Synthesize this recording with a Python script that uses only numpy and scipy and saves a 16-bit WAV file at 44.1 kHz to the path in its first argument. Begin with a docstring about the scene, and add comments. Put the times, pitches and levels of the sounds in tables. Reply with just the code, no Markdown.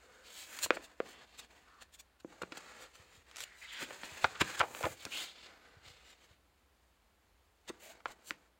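"""At a desk in a quiet room, a small paper booklet is handled close by.
The cover is lifted, the booklet is opened and pressed flat, and a page is turned. Sliding sheets
hiss and tick as their fibres catch, stiff paper buckles with snaps, and edges swish past the fingers.
Air rings between the rubbing sheets; fingertips thud softly and squeak once along the fold.
The desk ripples the colour of the rubbing, and a short room tail and faint room tone sit behind it."""
import sys
import numpy as np
from scipy import signal
from scipy.fft import rfft, irfft, next_fast_len
from scipy.io import wavfile
from scipy.ndimage import map_coordinates

SR = 44100
rng = np.random.default_rng(int(sys.argv[2]) if len(sys.argv) > 2 else 0)


def unload_wav(signal):
    """Save mono or channel-first audio to the path in sys.argv[1] as 16-bit WAV at rate SR, clipped to [-1, 1]."""
    wavfile.write(
        sys.argv[1],
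        SR,
        np.round(np.clip(np.atleast_2d(signal).T, -1, 1) * 32767).astype(np.int16),
    )


N = 378819

# a hand slides paper over paper; swell is the change over the stroke, body and fizz are re the rustle:
# start_s, end_s, rustle_db, swell_db, body_db, fizz_db, centre_hz
STROKES = [(0, 0.241, -64, 4, -6.5, -20.5, 1500), (.25, 0.448, -56.5, 3.5, -10, -16.5, 3200),
           (0.479, 0.652, -53, 7.5, -9.5, -8, 2000), (.72, .94, -61, -9.5, -2.5, -22.5, 1600),
           (.96, 1.04, -67.5, 14.5, -1.5, -21, 2004), (1.05, 1.237, -60, 0.5, -3, -26.5, 1700),
           (1.27, 1.45, -64, 8, -6, -20.5, 2910), (1.505, 1.645, -67, -3, -1, -18, 2009),
           (1.66, 1.848, -66.5, 1, -9, -29, 1400), (1.86, 2.18, -76.5, -4.5, -6.5, -30, 1400),
           (2.288, 2.54, -65.5, -1.5, 0, -21.5, 1700), (2.542, 2.861, -56, 2, -5.5, -22, 1500),
           (2.884, 3.222, -67, 0, -5.5, -18, 2100), (3.26, 3.335, -66, 3, -7, -20, 1800),
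           (3.345, 3.62, -61, -7, -10.5, -24, 1900), (3.63, 3.846, -50.5, 10, -18, -24.5, 2300),
           (3.863, 3.953, -52.5, 7, -4.5, -17, 1816), (3.97, 4.26, -52.5, 3.5, -7, -15.5, 2200),
           (4.27, 4.454, -52.5, 10.5, -8, -23, 1400), (4.473, 4.604, -44, -2.5, -10.5, -18, 1600),
           (4.632, 4.743, -60, -2, 4, -8, 1900), (4.745, 4.929, -53, 0, -2.5, -5.5, 1950),
           (4.934, 5.116, -59, 6.5, -8, -12, 2700), (5.121, 5.248, -45, -1, -12.5, -12, 3210),
           (5.258, 5.332, -54, -6.5, -10, -20.5, 3385), (5.359, 5.468, -55, -0.5, -8, -26, 3200),
           (5.478, 5.856, -63.5, -7.5, -4.5, -32.5, 1500), (5.846, 5.932, -59, 2.5, -9.5, -19.5, 3000),
           (5.93, 6.137, -64.5, 2.5, -8, -23.5, 2600), (6.14, 6.353, -71.5, 1, -5, -19.5, 2367),
           (6.36, 7.664, -87, 0, -5.5, -6.5, 4486), (7.674, 7.814, -67.5, -2.5, -2, -24, 1500),
           (7.809, 7.914, -58.5, 6, -8.5, -9, 2400), (7.938, 8.022, -66.5, -7.5, 0.5, -24, 1500),
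           (8.06, 8.122, -62.5, 0.5, 0.5, -16, 1500), (8.16, 8.367, -70, 3.5, 1.5, -20, 1500),
           (8.38, 8.52, -77, -8.5, -1.5, -19, 1498)]
# a sheet buckles suddenly: start_s, level_db (over 10 ms), pitch_hz, high_edge_hz, pop_share (0-1)
SNAPS = [(.589, -44, 1400, 6400, .3), (.661, -42.5, 380, 1900, 0.46), (0.7059, -22, 510, 2170, 0.92),
         (1.0022, -30.5, 446, 1110, 0.86), (2.2466, -42.5, 337, 480, 0.9), (2.4182, -39.5, 480, 1750, .06),
         (2.5215, -43.5, 270, 3470, 0), (2.572, -49, 300, 1490, 0), (3.313, -57.5, 1200, 5550, 0.4),
         (3.360, -51, 1400, 6700, .3), (3.368, -48, 1200, 6700, 0), (3.405, -44.5, 1200, 8050, .3),
         (3.907, -46, 600, 1888, 0.02), (4.034, -43, 260, 2880, 0.46), (4.2432, -23, 1150, 2080, 0.38),
         (4.248, -27, 800, 1400, .2), (4.416, -27.5, 330, 2390, .5), (4.6064, -26, 1300, 2240, .1),
         (4.612, -25, 1016, 1400, 0.13), (4.749, -44, 935, 2750, 0.72), (4.772, -53, 950, 2800, 0.6),
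         (4.809, -41.5, 620, 800, 0.2), (4.8291, -44, 500, 5000, .9), (4.854, -34, 676, 2100, 0.43),
         (5.0523, -42, 800, 6500, 0.56), (8.004, -61, 1000, 2600, .2), (8.0573, -34.5, 1000, 1560, 0.15),
         (8.3078, -36.5, 1900, 3040, 1)]
# a page flaps over or is flattened: peak_s, level_db (over 10 ms), pitch_hz, high_edge_hz, length_s
FLAPS = [(.73, -43.5, 500, 2200, 0.27), (.771, -39, 630, 1910, 0.023), (2.434, -40.5, 250, 1550, 0.022),
         (3.385, -47, 950, 6700, 0.068), (3.824, -40, 240, 2750, 0.1), (4.357, -45, 1300, 2650, .08),
         (4.412, -27.5, 1120, 3430, 0.055), (4.602, -33, 1270, 2230, 0.021), (4.632, -33, 850, 1200, 0.11),
         (4.842, -30.5, 1000, 1400, 0.056), (4.866, -31.5, 635, 965, 0.07),
         (5.065, -45.5, 270, 1800, 0.085), (7.701, -40.5, 375, 1100, 0.043), (8.309, -46, 332, 1497, 0.039)]
# resonances of the held sheet: centre_hz, width_hz, boost_db
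SHEET_MODES = [(326, 290, 5.5), (550, 120, 4), (1400, 220, 4.5), (2440, 600, 3.5), (7300, 1600, 2.5)]
# an edge brushes a finger or another sheet: peak_s, level_db, length_s, tilt_db_per_octave
SWISHES = [(.41, -51, 0.24, 2), (.645, -30.5, 0.048, 1.5), (.754, -51, .046, -2), (.848, -53, .054, -1),
           (1.11, -59, 0.15, -1.5), (1.397, -45.5, .035, -2), (1.446, -57, .025, -6),
           (1.824, -52.5, .041, -4.5), (1.949, -55, 0.045, 0.5), (2.004, -50.5, .032, .5),
           (2.207, -61.5, .026, -4), (2.423, -42.5, .013, -4.5), (2.578, -45.5, .023, -3.5),
           (2.826, -55, .08, -1), (2.957, -56, .047, -3), (3.16, -65, 0.12, -2), (3.414, -45.5, 0.064, -1),
           (3.438, -43.5, 0.022, -1.5), (3.62, -58.5, 0.14, -0.5), (3.735, -53.5, .04, 0),
           (3.828, -46, 0.074, 1), (4.051, -50, .04, -4), (4.235, -45.5, .04, -4), (4.415, -32.5, .028, -3),
           (4.596, -39.5, .027, -2), (5.90, -67, .09, -1.5), (6.105, -62.5, 0.15, -3),
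           (6.245, -65, 0.075, -3.5), (7.694, -44.5, 0.034, -4.5), (7.85, -57.5, .09, 12),
           (8.097, -56.5, .07, -8.5), (8.12, -56, .023, -0.5), (8.293, -49, .078, 3.5)]
# fingertips press the booklet on the desk: start_s, level_db
PRESSES = [(0.646, -46.5), (2.421, -47), (2.996, -50.5), (3.173, -54), (4.119, -46), (4.24, -33),
           (4.41, -29.5), (4.601, -35), (4.841, -30.5), (4.905, -43.5), (5.052, -45), (5.768, -48.5),
           (5.864, -49), (5.901, -51), (6.308, -53.5)]
# the air wedge between rubbing sheets rings: start_s, end_s, first_hz, last_hz, level_db
RASPS = [(0, 0.359, 470, 500, -70), (.05, 0.401, 1450, 1546, -71), (1.04, 1.262, 2900, 3400, -66.5),
         (1.66, 1.827, 1250, 1200, -67), (2.2, 2.6, 6700, 7300, -78.5), (3.44, 3.598, 2090, 1820, -63.5),
         (3.61, 3.668, 2180, 2204, -53), (3.7, 3.851, 2000, 1647, -52), (3.67, 3.802, 3400, 3000, -53.5),
         (4.99, 5.03, 4200, 3170, -60), (5.111, 5.219, 2670, 3350, -44.5), (5.19, 5.33, 3410, 3600, -56.5),
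         (7.82, 7.928, 578, 717, -60.5)]
# a fingertip runs along the fold: time_s, pitch_hz
SQUEAK_PITCH = [(5.44, 10800), (5.51, 11950), (5.6, 12000), (5.65, 11100), (5.71, 11000), (5.77, 10200)]
# tone colours of the noise layers: frequency_hz, level_db
RUSTLE_EQ = [(400, -41), (850, -7.5), (1400, -2), (1900, -3), (2400, -3.5), (3300, -5), (4500, -3.5),
             (5400, -9.5), (7000, -22), (11000, -56.5)]  # midrange of sliding paper
BODY_EQ = [(40, -37.5), (100, -11.5), (240, -5), (380, -2.5), (520, -1), (800, -5), (1200, -5.5),
           (2500, -59.5)]  # its hollow low end
SHEEN_EQ = [(3500, -31), (5600, -12.5), (6500, -2), (7300, -1), (8300, -7.5), (9500, -14), (12000, -39)]  # its silky treble
FIZZ_EQ = [(5000, -38), (8500, -5), (10000, -3), (12000, -6), (14500, -0.5), (16000, -2)]  # its very top
EDGE_EQ = [(100, -17.5), (350, -16), (550, -2), (850, -9.5), (1800, -3), (4000, 2), (5500, -5.5),
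           (7400, 2.5), (10500, -12), (15000, -10)]  # a swishing edge
ROOM_TONE_EQ = [(20, -33.5), (32, -21.5), (45, -6), (58, -0.5), (80, -5.5), (110, -20), (200, -17),
                (400, -18), (1000, -19.5), (3000, -26), (4700, -31), (5600, -34.5), (15800, -37.5)]  # the quiet room
# decay of the small room: frequency_hz, t60_s
ROOM_DECAY = [(150, 0.54), (1000, 0.1), (4000, .22), (14000, 0.1)]

STROKE_ATTACK_S, STROKE_RELEASE_S = 0.0127, 0.014  # the hand gets going, and comes to rest
SNAP_RISE_S, SNAP_FALL_S = 0.00048, 0.02  # each spans 40 dB; the fall is for a 500 Hz patch
FLAP_RISE_SHARE, SWISH_RISE_SHARE = 0.43, 0.61  # of the length
FLAP_POP_SHARE = 0.11  # of the energy
TOP_HZ = 15900


def strokes():
    """Each hand stroke starts, swells or fades, and stops: rustle, body and fizz gains, and centre Hz."""
    t = np.arange(0, N, 64) / SR
    start, end, db, swell_db, body_db, fizz_db, hz = np.transpose(STROKES)[:, :, None]
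    attack = (1 + np.tanh((t - start) / STROKE_ATTACK_S)) / 2
    release = (1 + np.tanh((end - t) / STROKE_RELEASE_S)) / 2
    from_middle = np.clip((t - (start + end) / 2) / (end - start), -0.5, 0.5)
    power = attack * release * amp(db + swell_db * from_middle) ** 2 + 1e-20
    gains = [np.sqrt((power * amp(part_db) ** 2).sum(0)) for part_db in (0, body_db, fizz_db)]
    centre = (power * hz).sum(0) / power.sum(0)
    return [np.interp(np.arange(N) / SR, t, control) for control in gains + [centre]]


def fibres(ticks_per_s, spread_db, catch_db):
    """Paper friction: a hiss of countless fibres, some catching and letting go as tiny ticks."""
    size = amp(spread_db * np.minimum(rng.standard_normal(N), 1))
    ticks = (rng.random(N) < ticks_per_s / SR) * rng.choice([-1, 1], N) * size
    return unit(rng.standard_normal(N) + amp(catch_db) * unit(ticks))


def sliding(rustle_trim_db=-1, fizz_trim_db=2.5, grip_db=1.45):
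    """Sheets rub; the gap between them favours a band that sweeps as they lift and close."""
    rustle, body, fizz, centre_hz = strokes()
    sheen = np.sqrt(rustle * fizz)
    friction = fibres(ticks_per_s=780, spread_db=3, catch_db=-7)
    swept = sweep_band(coloured(friction, RUSTLE_EQ), centre_hz, width_octaves=1, boost_db=11)
    sound = rustle * amp(rustle_trim_db) * swept
    sound += body * coloured(fibres(ticks_per_s=160, spread_db=7, catch_db=-9), BODY_EQ)
    sound += sheen * coloured(fibres(ticks_per_s=600, spread_db=5, catch_db=-5), SHEEN_EQ)
    sound += fizz * amp(fizz_trim_db) * coloured(friction, FIZZ_EQ)
    uneven_grip = amp(grip_db * (wobble(28) + wobble(130)))
    return sound * uneven_grip


def buckle_cues():
    """Snaps hit at once, small high patches dying sooner; flaps swell and fade."""
    for s, db, pitch_hz, high_hz, pop_share in SNAPS:
        fall_s = SNAP_FALL_S * (500 / pitch_hz) ** 0.4
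        yield s, db, pitch_hz, high_hz, SNAP_RISE_S, fall_s, pop_share
    for s, db, pitch_hz, high_hz, length_s in FLAPS:
        rise_s, fall_s = FLAP_RISE_SHARE * length_s, (1 - FLAP_RISE_SHARE) * length_s
        yield s, db, pitch_hz, high_hz, rise_s, fall_s, FLAP_POP_SHARE


def buckles(leak_db=-23, ring_db=3, delay_at_1khz_s=0.0005, bounce=0.22, rim_hz=5000):
    """Paper buckles: a clean pop in a burst of crumpling, its band and ring set by the patch's size."""
    out = np.zeros(N)
    size = 16384
    t = (np.arange(size) - size // 8) / SR
    hz = np.fft.rfftfreq(size, 1 / SR) + 1
    sheet = np.prod([bell_eq(hz, *mode) for mode in SHEET_MODES], axis=0)
    # bending waves: lows cross the sheet more slowly
    bending = np.exp(-4j * np.pi * delay_at_1khz_s * np.sqrt(1000 * hz))
    for s, db, pitch_hz, high_hz, rise_s, fall_s, pop_share in buckle_cues():
        low_hz = 0.64 * pitch_hz  # a patch radiates little below its note
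        low_cut = 1 / np.hypot(1, (low_hz / hz) ** 3.3) + amp(leak_db) * hz / (hz + 50)
        soft_hz = max(2.2 * high_hz, 5000)  # paper is soft: the treble falls faster above this
        high_cut = 1 / np.hypot(1, (hz / high_hz) ** 2.35) / np.hypot(1, (hz / soft_hz) ** 2)
        ring = bell_eq(hz, pitch_hz, 0.14 * pitch_hz, ring_db)
        # the wave runs between the held and the free edge, ringing on odd harmonics
        round_trip = bounce * np.exp(-1j * np.pi * hz / pitch_hz) / (1 + 1j * hz / rim_hz)
        response = minimum_phase(sheet * ring * low_cut * high_cut) / (1 + round_trip)
        burst = rng.standard_normal(size) * amp(-40 * np.abs(t) / np.where(t < 0, rise_s, fall_s))
        crumple = unit(irfft(rfft(burst) * response))
        pop = unit(irfft(rfft(-1.0 * (t == 0)) * response * bending))
        buckle = np.sqrt(pop_share) * pop + np.sqrt(1 - pop_share) * crumple
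        add(out, s + t[0], amp(db) * buckle / np.linalg.norm(buckle) * np.sqrt(SR / 100))
    return out


def swishes(roundness=1.6, ripple_db=3.5, mirror_s=0.000709):
    """An edge speeds up along the paper and slips off: a bright swell that ends quickly."""
    out = np.zeros(N)
    t = np.arange(-SR // 5, SR // 5) / SR
    friction = fibres(ticks_per_s=720, spread_db=6, catch_db=-0.5)
    for s, db, length_s, tilt_db in SWISHES:
        delay_s = mirror_s * np.exp(0.27 * rng.standard_normal())

        def colour(hz):
            """The edge's tone, tilted, and rippled by its reflection off the facing page."""
            tilt = tilt_db * np.log2((hz + 500) / 4000)
            ripple = ripple_db * np.cos(2 * np.pi * hz * delay_s)
            return amp(along(EDGE_EQ, hz) + tilt + ripple)

        rub = friction[round(s * SR) - len(t) // 2:][:len(t)]
        ramp_s = length_s * np.where(t < 0, SWISH_RISE_SHARE, 1 - SWISH_RISE_SHARE)
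        swell = amp(db - 20 * np.abs(t / ramp_s) ** roundness)
        add(out, s + t[0], unit(filtered(rub, colour)) * swell)
    return out


def presses(trim_db=-1, centre_hz=106, sag=0.36, attack_s=0.003, settle_s=0.01, t60_s=0.08):
    """A soft fingertip lands with a dull thud whose pitch sinks as it settles."""
    out = np.zeros(N)
    t = np.arange(SR // 4) / SR
    pitch_hz = centre_hz * (1 + sag * (2 * np.exp(-t / settle_s) - 1))
    thud = np.sin(2 * np.pi * np.cumsum(pitch_hz) / SR) * (1 - np.exp(-t / attack_s))
    for s, db in PRESSES:
        add(out, s, amp(db + trim_db - 60 * t / t60_s) * thud)
    return out


def rasps(width_share=0.12, fade_share=0.28):
    """Friction rings a narrow air wedge, whose pitch glides as the sheets part or close."""
    out = np.zeros(N)
    for start, end, first_hz, last_hz, db in RASPS:
        n = round((end - start) * SR)
        b, a = signal.butter(2, width_share * first_hz, fs=SR)
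        flutter = signal.lfilter(b, a, rng.standard_normal((2, SR)))[:, -n:]
        phase = 2 * np.pi * np.cumsum(np.linspace(first_hz, last_hz, n)) / SR
        ring = unit(flutter[0] * np.cos(phase) + flutter[1] * np.sin(phase))
        add(out, start, amp(db) * ring * signal.windows.tukey(n, fade_share))
    return out


def squeak(level_db=-89, waver=0.006):
    """Skin sticks and slips along the fold: a faint, thin whistle that arches and sinks."""
    out = np.zeros(N)
    s, hz = np.transpose(SQUEAK_PITCH)
    t = np.arange(s[0], s[-1], 1 / SR)
    pitch_hz = np.interp(t, s, hz) * (1 + waver * wobble(400)[:len(t)])
    whistle = unit(np.sin(2 * np.pi * np.cumsum(pitch_hz) / SR))
    add(out, s[0], amp(level_db) * whistle * signal.windows.tukey(len(t)))
    return out


def desk_reflections(x, delay_s=0.0013, drift=0.12, echo_gain=0.18, count=3):
    """Desk, hand and pages mirror the rubbing; the paths shift with the booklet and comb its tone."""
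    now = np.arange(N)
    delays = [SR * delay_s * k * np.exp(drift * wobble(1.5)) for k in range(1, count + 1)]
    echoes = sum(np.interp(now - delay, now, x) for delay in delays)
    return (x + echo_gain * echoes) / np.sqrt(1 + count * echo_gain ** 2)


def room_reverb(x):
    """The small room answers briefly after 5 ms, the lows lingering longest."""
    hz, t, noise = signal.stft(rng.standard_normal(SR // 2), SR, nperseg=256)
    decay = amp(-60 * t / along(ROOM_DECAY, hz)[:, None])
    tail = signal.istft(noise * decay, SR, nperseg=256)[1]
    return signal.fftconvolve(x, np.pad(tail / np.linalg.norm(tail), (SR // 200, 0)))[:N]


def room_tone(level_db=-71.5):
    """A faint bed of room noise with a low rumble."""
    return amp(level_db) * coloured(rng.standard_normal(N), ROOM_TONE_EQ)


def amp(db):
    """Decibels to gain."""
    return 10 ** (np.asarray(db) / 20)


def unit(x):
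    """x at rms 1."""
    return x / np.sqrt(np.mean(x ** 2) + 1e-20)


def along(points, hz):
    """A curve of (Hz, value) points, read on a log frequency axis."""
    point_hz, values = np.transpose(points)
    return np.interp(np.log(hz + 1), np.log(point_hz + 1), values)


def wobble(knots_per_s):
    """A smooth random modulator."""
    knots = rng.standard_normal(int(N * knots_per_s / SR) + 4)
    return map_coordinates(knots, [np.arange(N) * knots_per_s / SR])


def filtered(x, response):
    """x through a filter given as gain against Hz."""
    size = next_fast_len(len(x) + 8192)
    return irfft(rfft(x, size) * response(np.fft.rfftfreq(size, 1 / SR)), size)[:len(x)]


def coloured(x, eq):
    """x through an EQ curve, at rms 1."""
    return unit(filtered(x, lambda hz: amp(along(eq, hz))))


def bell_eq(hz, centre_hz, width_hz, boost_db):
    """The gain curve of one resonance."""
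    return amp(boost_db / (1 + (2 * (hz - centre_hz) / width_hz) ** 2))


def sweep_band(x, centre_hz, width_octaves, boost_db):
    """Boost a band whose centre follows a curve; the result is at rms 1."""
    hz, t, spectrum = signal.stft(x, SR, nperseg=512)
    octaves = np.log2((hz[:, None] + 1) / np.interp(t, np.arange(len(x)) / SR, centre_hz))
    boost = amp(boost_db / (1 + (octaves / width_octaves) ** 2))
    return unit(signal.istft(spectrum * boost, SR, nperseg=512)[1][:len(x)])


def minimum_phase(gain):
    """The response with this gain that rings only after the hit."""
    cepstrum = irfft(np.log(np.maximum(gain, 1e-6)))
    half = len(cepstrum) // 2
    cepstrum[1:half] *= 2
    cepstrum[half + 1:] = 0
    return np.exp(rfft(cepstrum))


def add(track, s, sound):
    """Mix a sound into the track from time s."""
    start = max(round(s * SR), 0)
    track[start:start + len(sound)] += sound[:max(len(track) - start, 0)]


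def scene(reverb_db=-18):
    """Close paper over a quiet room, the same in both channels."""
    rubbing = desk_reflections(sliding() + swishes())
    paper = rubbing + rasps() + squeak() + buckles() + presses()
    mono = paper + amp(reverb_db) * room_reverb(paper) + room_tone()
    return np.array([mono, mono])


def record(dry):
    """A brick-wall high cut at TOP_HZ."""
    return np.array([filtered(channel, lambda hz: hz < TOP_HZ) for channel in dry])


dry = scene()
out = record(dry)
unload_wav(out)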